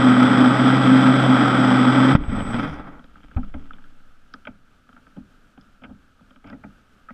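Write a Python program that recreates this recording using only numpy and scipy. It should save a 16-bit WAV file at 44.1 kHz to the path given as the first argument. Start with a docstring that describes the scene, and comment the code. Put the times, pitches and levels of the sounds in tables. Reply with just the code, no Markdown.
"""A model boat's buzz at full throttle, right at the microphone of a camera housed on its deck.
The propeller shakes the hull and churns the water while the speed controller whistles.
The motor brakes with a jolt and gives one short weak burst; the wake falls back and bumps the
hull. Then the boat drifts: ripples lap just below the microphone, and drops land on deck and
housing over a soft wash of air and distant water."""
import sys
import numpy as np
from scipy import signal
from scipy.fft import rfft, irfft
from scipy.io import wavfile
from scipy.ndimage import uniform_filter1d

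SR = 44100
rng = np.random.default_rng(int(sys.argv[2]) if len(sys.argv) > 2 else 0)


def wav_out(sig):
    """Save sig, one row per channel (or a flat mono array), as 16-bit PCM at SR to the path in sys.argv[1]."""
    wavfile.write(sys.argv[1], SR, np.round(np.clip(np.atleast_2d(sig).T, -1, 1) * 32767).astype(np.int16))


N = 314609
TIME = np.arange(N) / SR
CUT_S, BRAKE_S = 2.132, 0.029  # when the power goes off; how long the propeller takes to stop


def amp(db):
    return 10 ** (np.asarray(db) / 20)


def unit(x):
    return x / np.sqrt(np.mean(x ** 2) + 1e-30)


def curve(rows):
    """The columns of a table as lines through time."""
    s, *columns = np.transpose(rows)
    return [np.interp(TIME, s, c) for c in columns]


def ramp(start_s, length_s):
    return np.clip((TIME - start_s) / length_s, 0, 1)


def fall_db(start_s, db_per_s):
    return np.clip((TIME - start_s) * db_per_s, 0, 150)


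def add(mix, s, sound):
    part = mix[max(round(s * SR), 0):][:len(sound)]
    part += sound[:len(part)]


def band(x, lo_hz, hi_hz, order=2):
    return signal.sosfilt(signal.butter(order, [lo_hz, hi_hz], "band", fs=SR, output="sos"), x)


def wander(rate_hz):
    """Random drift of unit size, mostly slower than rate_hz."""
    rolloff = 1 + (np.fft.rfftfreq(N, 1 / SR) / rate_hz) ** 4
    return unit(irfft(rfft(rng.standard_normal(N)) / rolloff, N))


def response(colour, modes=()):
    """Causal impulse response of a smooth spectrum shaped by resonances."""
    hz = abs(np.fft.fftfreq(8192, 1 / SR))
    f, level = np.transpose(colour)
    db = np.interp(np.log(hz + 1), np.log(f), level)
    for centre, width, lift in modes:
        db = db + lift * .5 ** ((2 * (hz - centre) / width) ** 2)
    minimum_phase = np.exp(np.conj(signal.hilbert(np.log(amp(db)))))
    return np.fft.ifft(minimum_phase).real[:len(hz) // 2]


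def through(x, taps):
    return signal.oaconvolve(x, taps)[:len(x)]


def pops(per_s, spread_db):
    """Bursting bubbles: random clicks, a few much larger than the rest."""
    size = amp(spread_db * np.minimum(rng.exponential(1, N), 4))
    return unit(size * rng.choice([-1, 1], N) * (rng.random(N) < per_s / SR))


# Resonances of the hull and of the housing around the microphone: (f/Hz, width/Hz, lift/dB)
BODY_MODES = [(202.8, 13, 9.5), (249.8, 31.7, 9.5), (288, 37.6, 11), (554, 49, 2.5), (845, 90, 3.5),
              (1316, 294, 10.5), (1560, 100, 4.5), (1947, 96, 5), (2350, 450, 4), (3157, 272, 11.5),
              (3450, 310, 13), (3826, 170, 6.5), (4380, 130, -11), (4380, 170, 7), (4925, 350, 13),
              (5390, 490, 11.5), (5880, 360, 11.5), (6660, 290, 12.5), (10700, 1100, 6.5)]
# Shaft speed at full throttle: (t/s, f/Hz)
SHAFT_SPEED = [(0.0, 126.6), (0.09, 125.8), (0.53, 126.1), (0.72, 130.4), (1.29, 130.1), (1.39, 126),
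               (1.81, 127.1), (2.06, 129.7), (2.13, 134.8)]
# Beat of the blades, carried up through the hull: (t/s, relative level/dB)
BLADE_BEAT = [(0, -14.5), (.08, -12.5), (.2, -16), (.32, -23), (.42, -14.5), (.49, -13), (.57, -20.5),
              (.66, -13.5), (.77, -20), (.9, -12.5), (1.22, -20.5), (1.32, -13), (1.45, -23.5), (1.65, -20),
              (1.77, -15), (1.96, -15.5), (2.05, -14), (2.13, -13)]
# Whine of the motor's poles: {multiple of the shaft speed: level/dB}
POLE_WHINE = {4: -43, 6: -43, 9: -42, 10: -37.5, 12: -37, 15: -46, 24: -51, 30: -58}
# Churned water heard from the deck, before the resonances: (f/Hz, relative level/dB)
CHURN_SPECTRUM = [(25, -22), (75, -21), (110, -10.5), (160, -1), (250, 2), (400, -5), (750, -4.5),
                  (1000, -8), (1750, -11), (2750, -22), (4300, -30.5), (6700, -52.5), (7800, -32.5),
                  (8300, -38.5), (9600, -52.5), (14500, -61.5)]
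def motor():
    """Shaft unbalance, two blades beating, the motor's poles whining, and foam torn off once a turn."""
    shaft_hz = curve(SHAFT_SPEED)[0]
    turn = 2 * np.pi * np.cumsum(shaft_hz) / SR
    powered = 1 - ramp(CUT_S, 0.011)
    shaft_db = -23 + 0.85 * (shaft_hz - 127.4)  # shakes harder as it speeds up
    shaft = amp(shaft_db + 0.5 * wander(15)) * np.sin(turn)
    # the blades bite air and water by turns, so their beat staggers
    bite = amp(curve(BLADE_BEAT)[0] - 0.3) * (1 + .3 * wander(22))
    blades = bite * np.sin(2 * turn + 0.2 * wander(18))
    whine = sum(amp(db + 2 * wander(16)) * np.sin(order * turn + 0.45 * wander(8))
                for order, db in POLE_WHINE.items())
    foam = pops(5000, 3.4) + 0.5 * rng.standard_normal(N)
    foam = foam * (1 + 0.15 * np.cos(turn)) * amp(0.91 * wander(50))
    churn_db = -16.5 - 6 * (1 - powered) - fall_db(CUT_S + BRAKE_S, db_per_s=1898.5)
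    churn = amp(churn_db) * unit(through(foam, response(CHURN_SPECTRUM, BODY_MODES)))
    return np.sqrt(2) * powered * (shaft + blades + whine) + churn


def whistle(switching_hz=8014):
    """The windings sing at the controller's switching rate, less evenly at part throttle."""
    reopened = amp(-2.5) * ramp(2.207, 0.19) + amp(-34.5)  # part throttle over a faint idle
    shut = ramp(2.555, 0.055)
    throttle = 1 - ramp(CUT_S, BRAKE_S) + reopened * (1 - shut)
    uneven = np.interp(TIME, [2.15, 2.25], [.08, .3])
    level = np.sqrt(2) * amp(-49.5) * throttle * (1 + uneven * wander(40))
    return level * np.sin(2 * np.pi * switching_hz * TIME + uneven * wander(30))


def standby(hz=13641):
    """The electronics on board keep up a thin, fluttering whine."""
    return np.sqrt(2) * amp(-100) * (1 + .5 * wander(25)) * np.sin(2 * np.pi * hz * TIME)


# Quiet air and distant water, from inside the housing: (f/Hz, relative level/dB)
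AIR_SPECTRUM = [(20, 9.5), (60, -2), (160, -7.5), (260, -2.5), (350, -14), (600, -15), (1050, -21),
                (1330, -7.5), (1580, -10), (1900, -22), (3100, -21.5), (4000, -27), (8000, -34.5),
                (14500, -43)]
def air():
    """A soft, wavering outdoor wash reaches the microphone through the housing."""
    wash = unit(through(rng.standard_normal(N), response(AIR_SPECTRUM)))
    return wash * amp(-56 + 0.9 * wander(6))


# Water striking the boat close by, before the resonances: (f/Hz, relative level/dB)
SPLASH_SPECTRUM = [(60, -6), (220, -2.5), (400, -5), (600, -0.5), (1000, -5.5), (1750, -5), (2500, -10),
                   (3500, -10.5), (5500, -7.5), (7000, -31), (14000, -50.5)]
def trickle():
    """A faint trickle ticks in a narrow band near the housing's ring."""
    ticks = through(pops(70, 2.5), response(SPLASH_SPECTRUM, BODY_MODES))
    return amp(-72) * unit(band(ticks, 1150, 1300))


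# Foam astern, heard from the deck, before the resonances: (f/Hz, relative level/dB)
FOAM_SPECTRUM = [(25, -7), (70, -6), (150, 11.5), (230, 2.5), (400, -4), (750, -6.5), (1000, -8.5),
                 (1750, -13), (2300, -16.5), (2800, -24.5), (4300, -34.5), (6700, -57), (8200, -36),
                 (9600, -58), (14500, -62)]
def froth(bubbles, bass_db, treble_db):
    """Bubbles heard through hull and housing, with more or less bass and treble."""
    foam = (bubbles + 0.32 * rng.standard_normal(N)) * amp(1.9 * wander(30))
    sound = unit(through(foam, response(FOAM_SPECTRUM, BODY_MODES)))
    low = signal.sosfiltfilt(signal.butter(2, 380, fs=SR, output="sos"), sound)
    high = signal.sosfiltfilt(signal.butter(2, 2200, "high", fs=SR, output="sos"), sound)
    return amp(bass_db) * low + (sound - low - high) + amp(treble_db) * high


# The wake falling back on the stern: (t/s, level/dB)
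WAKE_LEVEL = [(2.17, -34.5), (2.28, -34), (2.325, -24), (2.44, -27), (2.57, -21.5), (2.68, -26.5),
              (2.79, -35), (2.93, -37), (2.99, -46.5), (3.12, -63)]
def wake():
    """Foam collapses against the stern, turns dull and thins out into single bubbles."""
    flowing = ramp(CUT_S, BRAKE_S) * amp(curve(WAKE_LEVEL)[0] - fall_db(WAKE_LEVEL[-1][0], 100))
    foam = froth(pops(4500, 2.3), bass_db=-5.5, treble_db=-0.5 - fall_db(2.735, db_per_s=65))
    fizzing = ramp(2.91, 0.32) * amp(-56 - fall_db(3.74, db_per_s=42))
    small_bubbles = amp(-17) * unit(band(pops(260, 2.6), 2600, 3150))
    fizz = froth(pops(450, 4.6), bass_db=.5, treble_db=5) + small_bubbles
    return flowing * foam + fizzing * fizz


# Rumble of the stern wave under the microphone: (t/s, level/dB)
HEAVE_LEVEL = [(2.14, -68), (2.17, -25.5), (2.4, -37.5), (3.1, -54), (3.34, -49), (3.6, -49), (4.2, -70)]
def heave():
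    """The stern wave catches up and heaves the boat."""
    return amp(curve(HEAVE_LEVEL)[0]) * unit(band(rng.standard_normal(N), 15, 52, order=3))


# Blows reaching the microphone through its mount, each level a gain on its own part:
# (t/s, push level/dB, push f/Hz, push decay/s, rattle level/dB, sway level/dB, boom level/dB)
MOUNT_BLOWS = [(2.151, 3, 165, 0.0016, -16, -30, -30), (2.282, -16.5, 60.5, .005, -50, -26.5, -24),
               (3.364, -12, 71.4, 0.0055, -37, -25, -50), (3.541, -32, 68, 0.017, -38.5, -40.5, -43.5)]
def knocks(swell_s=0.048):
    """A blow pushes the mount, rattles the housing, sets the hull booming and the camera swaying."""
    out, taps, t = np.zeros(N), response(CHURN_SPECTRUM, BODY_MODES), TIME[:SR * 3 // 2]
    for s, db, hz, decay, rattle_db, sway_db, boom_db in MOUNT_BLOWS:
        push = -np.sin(2 * np.pi * hz * t) * t / decay * np.exp(1 - t / decay)
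        flex = -np.sin(2 * np.pi * 36 * t) * np.exp(-t / 0.068) * (1 - np.exp(-t / .004))
        shake = rng.standard_normal(len(t)) * np.exp(-t / 0.0046)
        rattle = 2 * band(through(shake, taps), 120, 3600) / np.linalg.norm(taps)
        sway = -np.sin(2 * np.pi * 10 * t) * np.exp(-t / 0.36)
        swell = (t / swell_s * np.exp(1 - t / swell_s)) ** 2
        boom = swell * unit(band(through(rng.standard_normal(len(t)), taps), 90, 330))
        impact = amp(db) * push + amp(rattle_db) * rattle
        add(out, s, impact + amp(sway_db) * (sway + flex) + amp(boom_db) * boom)
    return out


def splash(parts, length_s, taps, rise, ring_s, ring_share):
    """Spray comes first; as the water spreads the sound sinks to a slosh and a boom of the hull."""
    out, t = 0, TIME[:SR // 4]
    for lo_hz, hi_hz, db, stretch in parts:
        age = t / (length_s * stretch)
        ring = ring_share * np.exp(-t / (ring_s * stretch))
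        push = (1 - np.exp(-age / rise)) * (np.exp(-1.4 * age) + ring)
        sound = band(through(push * rng.choice([-1, 1], len(t)), taps), lo_hz, hi_hz, order=3)
        loudest_rms = np.sqrt(uniform_filter1d(sound ** 2, size=265).max())
        out = out + amp(db) * sound / loudest_rms
    return out


def tilted(db, tilt, hz):
    """Level of a slap at a given frequency; the tilt turns about the housing's ring."""
    return db + tilt * np.log2(hz / 1410)


# Hull boom, slosh and housing ring of a slap: (low f/Hz, high f/Hz, relative level/dB, time stretch)
SLAP_BANDS = [(163, 282, 0, 2.6), (376, 910, -4, 2), (1230, 1640, -3, 1.25)]
# Ripples on the hull, just below the microphone:
# (t/s, level/dB, tilt/dB per octave, base length/s, spray f/Hz)
RIPPLES = [(2.236, -37.5, -2, 0.0015, 2700), (2.405, -28.5, -1, 0.0012, 2670),
           (3.367, -38, -4.5, 0.0069, 2400), (3.537, -42, -3.5, 0.0096, 2420), (4.47, -32, 1, 0.0041, 2550),
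           (5.163, -51, -6.5, 0.0072, 2800), (5.575, -50.5, -3, 0.0027, 2800),
           (5.817, -54, -3.5, 0.0056, 2700), (5.835, -40.5, 1, 0.0094, 2600),
           (5.891, -57, -7, 0.0093, 3000), (6.208, -58.5, -3.5, 0.0016, 3410),
           (6.439, -47.5, -2, .008, 2490), (6.458, -49, -1, 0.033, 2550), (6.523, -42.5, -2, 0.0078, 2230),
           (6.635, -42, -1.7, .007, 2210), (7.104, -41.5, -0.5, 0.0023, 2130)]
def laps():
    """A flat slap is bright; a ripple that rolls under the hull is mostly boom."""
    out, taps = np.zeros(N), response(SPLASH_SPECTRUM, BODY_MODES)
    for s, db, tilt, length_s, spray_hz in RIPPLES:
        spray_band = (.8 * spray_hz, 1.114 * spray_hz, -6.5, 1)
        parts = [(lo, hi, tilted(db + part_db, tilt, np.sqrt(lo * hi)), stretch)
                 for lo, hi, part_db, stretch in [*SLAP_BANDS, spray_band]]
        add(out, s, splash(parts, length_s, taps, rise=0.55, ring_s=0.021, ring_share=0.03))
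    return out


def rocking():
    """The hull rocks with a short rumble after each ripple."""
    level, t = np.zeros(N), TIME[:SR // 2]
    settling = np.exp(-t / 0.071) * (1 - np.exp(-t / 0.0028))
    for s, db, tilt, *_ in RIPPLES:
        add(level, s, amp(tilted(db, tilt, hz=200) - 11.5) * settling)
    return level * unit(band(rng.standard_normal(N), 25, 172))


# The shaft's short run after braking: (t/s, shaft f/Hz, level/dB)
BURST_RUN = [(2.28, 129.9, -29.5), (2.34, 106.4, -32), (2.45, 97.5, -38.5), (2.52, 116.8, -30.5),
             (2.58, 117.6, -25), (2.66, 88, -46), (2.73, 66.3, -33), (2.8, 51.5, -47), (2.88, 45.4, -59)]
def weak_burst(hull_hz=238):
    """The shaft turns again and runs down; the blade beat swells as it crosses the hull resonance."""
    shaft_hz, db = curve(BURST_RUN)
    turn = 2 * np.pi * np.cumsum(shaft_hz * (1 + 0.0079 * wander(31))) / SR
    blade_db = -6 + 12 / (1 + ((2 * shaft_hz - hull_hz) / 25) ** 2)
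    turning = np.clip(np.minimum(TIME - BURST_RUN[0][0], BURST_RUN[-1][0] - TIME) / .015, 0, 1)
    return turning * amp(db + 2 * wander(25)) * (np.sin(turn) + amp(blade_db) * np.sin(2 * turn))


def spray():
    """Flung drops patter on the housing, right at the microphone, as the wake collapses."""
    patter_db = np.interp(TIME, [2.3, 2.5, 2.74, 2.85], [-76, -64, -65, -98], left=-160, right=-160)
    drops = through(pops(700, 4.5), response(SPLASH_SPECTRUM, BODY_MODES))
    return amp(patter_db) * unit(band(drops, 8000, 13000, order=3))


# Drops on deck and housing, very close:
# (t/s, boom level/dB, ring level/dB, spray level/dB, top of the spray f/Hz)
DECK_DROPS = [(2.993, -44.5, -43.5, -57, 3200), (3.041, -48, -51, -55.5, 3780),
              (3.155, -52, -44.5, -72, 3000), (3.179, -59, -52, -64, 3200), (3.232, -57, -52, -58, 3200),
              (3.312, -51, -48.5, -64, 3200), (3.43, -43, -42.5, -63, 2700), (3.706, -52, -37.5, -60, 3050),
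              (3.733, -48, -54, -47.5, 3030), (3.783, -53, -50.5, -65, 3300), (3.839, -60, -50, -64, 3300),
              (4.338, -43, -36, -43.5, 5200), (4.452, -53, -42, -46, 3300), (4.89, -50, -50, -65, 3300),
              (4.927, -51.5, -52, -68, 3600), (4.963, -50.5, -47.5, -63, 3050),
              (4.975, -51, -53, -71, 3100), (5.067, -55, -50, -67, 3000), (5.611, -65, -64, -57, 9000),
              (6.306, -50.5, -60, -58, 3200), (6.359, -52, -57, -57, 3050), (6.472, -51, -58, -60, 5170),
              (6.499, -41, -44.5, -53, 4430), (7.086, -49, -38.5, -65, 3050),
              (7.093, -47, -38.5, -68, 2650)]
def drips():
    """Each drop is a tiny splash: a tick of spray, a ring of the housing, a slosh and a small boom."""
    out, taps = np.zeros(N), response(SPLASH_SPECTRUM, BODY_MODES)
    for s, db, ring_db, spray_db, top_hz in DECK_DROPS:
        boom, slosh = (158, 274, db, 2.9), (390, 1400, db - 5, 2.9)
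        ring, tick = (1230, 1710, ring_db, 0.71), (2260, top_hz, spray_db, 0.54)
        parts = [boom, slosh, ring, tick]
        add(out, s, splash(parts, 0.0036, taps, rise=0.13, ring_s=0.01, ring_share=0.16))
    return out


def scene():
    """The drive, the water and the moving hull, all at one microphone on deck."""
    drive = motor() + weak_burst() + whistle() + standby()
    water = wake() + spray() + laps() + drips()
    return (drive + water + knocks() + air() + trickle() + rocking() + heave())[None]


def record(dry):
    """The camera rounds off peaks near full scale and cuts the highest treble."""
    rounded = dry / (1 + abs(dry / .99) ** 8) ** (1 / 8)
    lowpass = signal.firwin(511, 14900, window=("kaiser", 9), fs=SR)
    return signal.oaconvolve(rounded, lowpass[None], "same")


dry = scene()
out = record(dry)
wav_out(out)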